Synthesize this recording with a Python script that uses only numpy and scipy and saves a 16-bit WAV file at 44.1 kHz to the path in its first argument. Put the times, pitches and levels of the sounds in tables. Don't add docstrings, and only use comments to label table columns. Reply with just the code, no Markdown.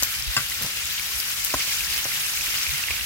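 import sys
import numpy as np
from scipy import signal
from scipy.io import wavfile

SR = 44100
rng = np.random.default_rng(int(sys.argv[2]) if len(sys.argv) > 2 else 0)


def digitize_waveform(pressure):
    field = np.atleast_2d(pressure).T
    bounded = np.clip(field, -1, 1)
    quanta = np.round(bounded * 32767).astype(np.int16)
    wavfile.write(sys.argv[1], SR, quanta)


def rack_gain(trim_db):
    fader = np.asarray(trim_db, float)
    return 10 ** (fader / 20)


N = 134505

# time_s, fizz_db (under the meat), spit_db (at the surface),
# brightness_db_per_octave, left_right_db
FRYING_HEAT = [(0, -30, -35, -5, -0.5), (.2, -31, -39.5, 0, -1), (.4, -31, -36, -5, -0.5),
               (.6, -31, -37.5, 1, -1), (.8, -30, -40, -1, -0.5), (1.0, -31, -36.5, 1.5, 0),
               (1.2, -31, -34, -1, -0.5), (1.33, -31, -34, 4, 0), (1.47, -30.5, -34.5, 3.5, -1),
               (1.6, -28, -35, 3, -2), (1.8, -29, -35.5, 5, -1), (2.0, -29, -35, -1, -1.5),
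               (2.35, -29.5, -33.5, 3, -2), (2.55, -28.5, -36, 0.5, -2), (2.7, -29, -38, 0.5, -1),
               (2.87, -29.5, -39.5, -2.5, -2.5), (3.05, -30.5, -37, -4.5, -3)]
# pitch_hz, level_db_per_hz
FIZZ_COLOUR = [(1000, -24), (1400, -13), (2200, -0.5), (2800, -0.5), (3700, -9.5), (5300, -1), (6800, -6.5),
               (8500, -18)]
SPIT_COLOUR = [(7500, -3.5), (12000, 5), (15700, -4)]
TICK_COLOUR = [(2500, -10), (6000, -3.5), (13500, 3.5)]
STEAM_COLOUR = [(410, -93), (700, -31), (886, -10), (1440, 1.5), (2630, 7), (6070, -0.5), (8760, -1.5),
                (14800, 0), (16000, -12)]
# pitch_hz, level_db_per_hz
HUM_COLOUR = [(82, -35), (140, -15), (194, 9.5), (210, -20), (270, -37), (1100, 3), (1430, -35),
              (2420, -120)]
AIR_COLOUR = [(18, -34), (30, 7), (65, 2), (124, -1), (220, -13), (290, -50), (480, -120)]
# pitch_hz, likeness (1 same, 0 unrelated, -1 opposite)
PORT_LIKENESS = [(60, 0.3), (130, 0.44), (290, 0.98), (640, 1), (1410, 0.49), (3100, -0.39), (6820, 0.074),
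                 (15000, 0.035)]
# middle_s, peak_db, pitch_hz
AIR_PUFFS = [(0.018, -33, 55), (.19, -32, 65), (.285, -23.5, 54.7), (.24, -40, 130), (.85, -39.5, 70),
             (1.16, -37, 62), (1.46, -41, 50), (1.56, -35, 60.4), (1.84, -36, 70), (1.9, -38, 60),
             (2.4, -40, 60), (2.695, -29, 70), (2.74, -34.5, 141), (2.91, -32.5, 75), (3.02, -33.5, 65)]
# start_s, peak_db, softness_db_per_octave
WORKTOP_KNOCKS = [
    (.0251, -26, -13),
    (.0335, -29, 0),
    (1.677, -33, -2),
    (2.055, -25, -3),
    (2.064, -30, -2),
    (2.907, -35, -9),
    (1.5405, -12, .1),
    (1.5435, -18, -3.5),
]
# pitch_hz, level_db, t60_s
WORKTOP_MODES = [(130, -12.5, 0.051), (285, -18, 0.071), (431, -21.5, 0.013), (609, -7.5, 0.017),
                 (776, -7.5, 0.017), (1056, -8.5, 0.019), (1220, -10, 0.02), (1490, -8, 0.023),
                 (1830, -9, 0.017), (2300, -29, 0.012), (3580, -40, .01)]
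# start_s, peak_db, pitch_hz, left_right_db
DROPLET_SNAPS = [(.0252, -6, 7500, 2), (.0268, -14, 11500, 0), (.0314, -13, 12000, 0),
                 (.0323, -10, 6000, -1), (.0334, -6, 7000, 0), (.0336, -2.5, 13000, -1),
                 (.0347, -10, 13500, -1), (.036, -12, 7500, 0), (.0477, -16, 12000, -1),
                 (.0491, -12, 12700, -2), (.052, -16, 12500, 0), (.6234, -10, 12000, -2),
                 (.6305, -17, 11000, 0), (.6325, -12, 13000, -1), (.635, -17, 12000, -2),
                 (.638, -19, 13000, 0), (.868, -17, 9000, 0), (.875, -14, 9500, 0), (.966, -18, 12400, 2),
                 (1.261, -17, 15000, 2), (1.4428, -10, 12000, 6), (1.4481, -2, 14000, 5),
                 (1.455, -15, 14500, 2), (2.9074, -15, 5000, -2), (2.967, -18, 13900, -4)]
# start_s, peak_db, pitch_hz, left_right_db
BIG_POPS = [(0.519, -25, 2100, 4), (0.9817, -22, 3080, 1.0), (0.9953, -20, 2330, 1.5),
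            (1.5047, -19, 2650, 5), (1.6225, -25, 2780, 1.0), (1.7242, -25, 2320, 12),
            (1.807, -17.5, 2570, 3.5), (1.836, -23, 2240, 0), (1.87, -25.5, 1880, -1),
            (1.9015, -21, 2740, -0.5), (2.0514, -23, 2890, -1.0), (2.119, -22, 2090, -12),
            (2.3747, -19, 2400, -9), (2.4095, -20, 2580, -7), (2.467, -23, 2280, -14),
            (2.5441, -19.5, 2950, 3.5), (2.5524, -17, 3030, 2), (2.6654, -16.5, 2460, -2.5),
            (2.692, -19.5, 2350, -8), (2.7459, -24, 2100, -7), (2.8382, -15.5, 2730, -8),
            (2.8848, -17.5, 2140, -18), (2.907, -16.5, 2730, -11), (2.9117, -15.5, 2360, -2),
            (2.9375, -24, 2370, -2.0), (2.9672, -21.5, 2460, 1), (3.0103, -19, 2830, 1)]
SMALL_POPS = [(0.2239, -18.5, 5400, 1.0), (0.523, -21, 4050, -1), (0.663, -14.5, 5910, -2),
              (0.856, -14, 7410, 5), (1.2014, -14.5, 5050, -1), (1.5429, -18, 6470, 1),
              (1.7399, -16, 5780, 1), (1.9085, -19, 5130, 6.0), (2.0427, -17, 6340, -1),
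              (2.5745, -32, 5480, 1), (2.575, -15, 5080, -6), (2.6319, -15, 5670, -2),
              (2.7364, -17, 5970, 4.5)]
# start_s, peak_db, softness_db_per_octave
TONG_TOUCHES = [
    (.3656, -17, 2),
    (.3667, -14, 3.5),
    (.3693, -19, 2.5),
    (.3745, -14.5, 2.5),
    (.3795, -19, 4),
    (.384, -22, 2),
    (.389, -24.5, 6),
    (.394, -26, 3),
    (.402, -24, 4),
]
# pitch_hz, level_db, t60_s
TONG_MODES = [(118.6, -12.5, 0.077), (290, -25, 0.11), (587, -17.5, 0.038), (1155, -9.5, 0.029),
              (1408, -6.5, 0.046), (1546, -8, 0.031), (2040, -9.5, 0.035), (2650, -7.5, 0.033),
              (3200, -6, 0.028), (3950, -7, 0.016), (4710, 0, 0.022), (5440, -2, 0.025), (7190, -1, 0.014),
              (9200, -4.5, 0.011)]
# time_s, level_db
RIM_SLIDE = [
    (.59, -75),
    (.61, -42),
    (.635, -41.5),
    (.652, -37.5),
    (.67, -45),
    (.7, -55),
    (.72, -79),
]
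# pitch_hz, width_hz, share
LEFT_PORT = [(5790, 5360, 0.76), (9340, 3900, -0.36)]


def rms_one(x):
    return x / np.sqrt(np.mean(x ** 2) + 1e-20)


def in_time(rows):
    times_s, *columns = np.transpose(rows)
    return [np.interp(np.arange(N) / SR, times_s, column) for column in columns]


def at_hz(colour, hz):
    points_hz, values = np.transpose(colour)
    return np.interp(np.log(hz), np.log(points_hz), values)


def drift(rate_hz):
    pull = np.exp(-80 * np.pi * rate_hz / SR)
    warm_up = 2000
    noise = rng.standard_normal(N // 40 + 2 + warm_up)
    slow = rms_one(signal.lfilter([1], [1, -2 * pull, pull * pull], noise)[warm_up:])
    return np.interp(np.arange(N) / 40, np.arange(len(slow)), slow)


def ring(clicks, hz, t60_s):
    decay = rack_gain(-60 / (t60_s * SR))
    turn = 2 * np.pi * min(hz, .45 * SR) / SR
    return signal.lfilter([0, np.sin(turn)], [1, -2 * decay * np.cos(turn), decay * decay], clicks + 1e-18)


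def at_ports(start_s, size, lag_s, pan_db):
    out = np.zeros((2, N + 64))
    arrivals = (start_s * SR + 0 * lag_s, (start_s + lag_s) * SR)
    gains = (rack_gain(pan_db / 2), rack_gain(-pan_db / 2))
    for port, arrival, gain in zip(out, arrivals, gains):
        i = np.clip(arrival, 0, N).astype(int)
        part = arrival % 1
        np.add.at(port, i, size * gain * (1 - part))
        np.add.at(port, i + 1, size * gain * part)
    return out[:, :N]


def bursts(colour, per_s, cycles, spread_db, clump_db, tilt_db=0, count=18):
    out = 0
    shared_clumps = clump_db * drift(22)
    for hz in np.geomspace(colour[0][0], colour[-1][0], count):
        chance = per_s / count / SR * rack_gain(shared_clumps + clump_db * drift(20))
        start_s = np.flatnonzero(rng.random(N) < chance) / SR
        push, lag, pan = rng.standard_normal((3, len(start_s)))
        bigness = np.minimum(rng.exponential(1, len(start_s)), 2.8)
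        size = rack_gain(spread_db * bigness) * np.sign(push)
        clicks = at_ports(start_s, size, lag_s=.00013 + .00008 * lag, pan_db=7.5 * pan)
        band = rms_one(ring(clicks, hz, cycles / hz))
        level = rack_gain(at_hz(colour, hz) + tilt_db * np.log2(hz / 3500))
        out = out + level * np.sqrt(hz) * band
    return rms_one(out)


def banded_noise(colour, patchy_db, fast_db):
    low_hz, high_hz = colour[0][0], min(colour[-1][0], .45 * SR)
    edges = np.geomspace(low_hz, high_hz, 2 + int(3 * np.log2(high_hz / low_hz)))
    out = 0
    together = drift(16)
    white = rng.standard_normal((2, 2, N))
    for k, (low, high) in enumerate(zip(edges, edges[1:])):
        band = signal.butter(2, [low, high], "band", fs=SR, output="sos")
        mid, side = signal.sosfilt(band, white[k % 2])
        hz = np.sqrt(low * high)
        alike = np.clip(at_hz(PORT_LIKENESS, hz), -1, 1)
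        gain = rack_gain(at_hz(colour, hz) + patchy_db * together + fast_db * drift(37))
        out = out + gain * (np.sqrt(1 + alike) * mid + np.sqrt(1 - alike) * side * [[1], [-1]])
    return rms_one(out)


def frying():
    fizz_db, spit_db, bright_db, pan_db = in_time(FRYING_HEAT)
    fizz = bursts(FIZZ_COLOUR, per_s=6000, cycles=34, spread_db=4, clump_db=2, tilt_db=bright_db)
    spit = bursts(SPIT_COLOUR, per_s=4000, cycles=26, spread_db=4, clump_db=3.5, count=8)
    ticks = bursts(TICK_COLOUR, per_s=1200, cycles=2.5, spread_db=4, clump_db=4, count=4)
    steam = banded_noise(STEAM_COLOUR, patchy_db=0.98, fast_db=1.8)
    steam_db = -29 + .3 * (spit_db - spit_db.mean()) + 1.2 * (fizz_db - fizz_db.mean())
    pan = rack_gain(fizz_db - 5.5) * fizz + rack_gain(spit_db) * spit
    pan = pan + rack_gain((spit_db + fizz_db) / 2 - 10.5) * ticks + rack_gain(steam_db) * steam
    return pan * rack_gain([pan_db / 2, -pan_db / 2])


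def hum():
    return rack_gain(-63) * banded_noise(HUM_COLOUR, patchy_db=2, fast_db=1.5)


def air():
    return rack_gain(-46.5) * banded_noise(AIR_COLOUR, patchy_db=1, fast_db=1.5)


def puffs():
    t = np.arange(N) / SR
    width_s = .014
    out = np.zeros((2, N))
    for middle_s, db, hz in AIR_PUFFS:
        turn, side = rng.random(2)
        phase = 2 * np.pi * turn + np.pi / 4 * np.sign(side - .5) * np.array([[1], [-1]])
        swell = np.exp(-.5 * ((t - middle_s) / width_s) ** 2)
        out += rack_gain(db) * swell * np.sin(2 * np.pi * hz * t + phase)
    return out


def struck(hits, modes, lag_s, sign=1):
    start_s, db, soft_db = np.transpose(hits)
    vary_db = 1.5
    draw = rng.standard_normal((len(start_s), len(modes), 2))
    t = np.arange(1500) / SR
    rattle_db, rattle_t60_s = -11, .035
    out = 0
    for k, (hz, level_db, t60_s) in enumerate(modes):
        rattle = rng.standard_normal(len(t)) * rack_gain(rattle_db - 60 * t / rattle_t60_s)
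        contact = rattle * np.sqrt(hz / SR) + (t == 0)
        softness_db = soft_db * np.log2(max(hz / 1000, 1))
        size = rack_gain(db + level_db - softness_db + vary_db * draw[:, k, 0])
        clicks = at_ports(start_s, size, lag_s, vary_db * draw[:, k, 1])
        force = signal.oaconvolve(clicks, contact[None], axes=1)[:, :N]
        out = out + sign ** k * ring(force, hz, t60_s)
    return signal.sosfilt(signal.butter(3, 110, "high", fs=SR, output="sos"), out)


def knocks():
    return struck(WORKTOP_KNOCKS, WORKTOP_MODES, lag_s=.00008)


def snaps():
    out = np.zeros((2, N + SR))
    t = np.arange(2000) / SR
    click = 1. * (t == 0)
    cycles, lag_s = 9, .00007
    spray_db, spray_t60_s = -20, .05
    for start_s, db, hz, pan_db in DROPLET_SNAPS:
        crack = ring(click, hz, cycles / hz) - .5 * ring(click, .55 * hz, cycles / hz)
        crack = crack / np.abs(crack).max()
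        bright_noise = np.diff(rng.standard_normal((2, len(t) + 1)))
        spray = bright_noise * rack_gain(spray_db - 60 * t / spray_t60_s)
        for port in (0, 1):
            i = int((start_s + port * lag_s) * SR)
            out[port, i:i + len(t)] += rack_gain(db + pan_db * (.5 - port)) * (crack + spray[port])
    return out[:, :N]


def kitchen(near):
    t = np.arange(SR // 3) / SR
    t60_s, echo_db = .25, -20
    tail = rng.standard_normal((2, len(t))) * rack_gain(-60 * t / t60_s) * (t > .004)
    tail = signal.lfilter([.5], [1, -.5], tail)
    tail = tail / np.sqrt(np.sum(tail ** 2) / 2)
    return rack_gain(echo_db) * signal.fftconvolve(near, tail, axes=1)[:, :N]


def pops():
    out = np.zeros((2, N))
    cycles = 14
    for start_s, db, hz, pan_db in BIG_POPS + SMALL_POPS:
        size = rack_gain(db + 1 - np.log2(hz / 2400))
        click = at_ports(np.array([start_s]), size, .00005, np.clip(pan_db, -5, 5))
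        i = slice(int(start_s * SR), int((start_s + .03) * SR))
        pop = ring(ring(click[:, i], hz, cycles / hz), hz * 0.975, cycles / hz)
        out[:, i] += pop * np.abs(click).max() / np.abs(pop).max()
    return out


def tongs():
    return struck(TONG_TOUCHES, TONG_MODES, lag_s=.0001, sign=-1)


def slide():
    noise = rng.standard_normal((2, N))
    thud = rms_one(ring(noise[0], 158, .03))
    rub_hz = 1100
    rub_band = signal.butter(1, [rub_hz / 4, rub_hz * 2.3], "band", fs=SR, output="sos")
    rub = rms_one(signal.sosfilt(rub_band, noise[1]))
    return rack_gain(in_time(RIM_SLIDE)[0]) * (thud + rack_gain(1) * rub)


def scene():
    near = knocks() + snaps() + pops() + tongs() + slide()
    return frying() + hum() + air() + puffs() + near + kitchen(near)


def top_cut(x):
    return signal.sosfilt(signal.butter(12, 16250, fs=SR, output="sos"), x)


def record(dry):
    left, right = dry
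    coloured = left
    for hz, width_hz, share in LEFT_PORT:
        coloured = coloured + share * signal.lfilter(*signal.iirpeak(hz, hz / width_hz, fs=SR), left)
    low_cut = signal.butter(3, 38, "high", fs=SR, output="sos")
    high_cut = signal.ellip(14, .3, 95, 16050 * .99, fs=SR, output="sos")
    mix = signal.sosfilt(high_cut, signal.sosfilt(low_cut, [coloured, right]))
    return top_cut(mix)


dry = scene()
out = record(dry)
digitize_waveform(out)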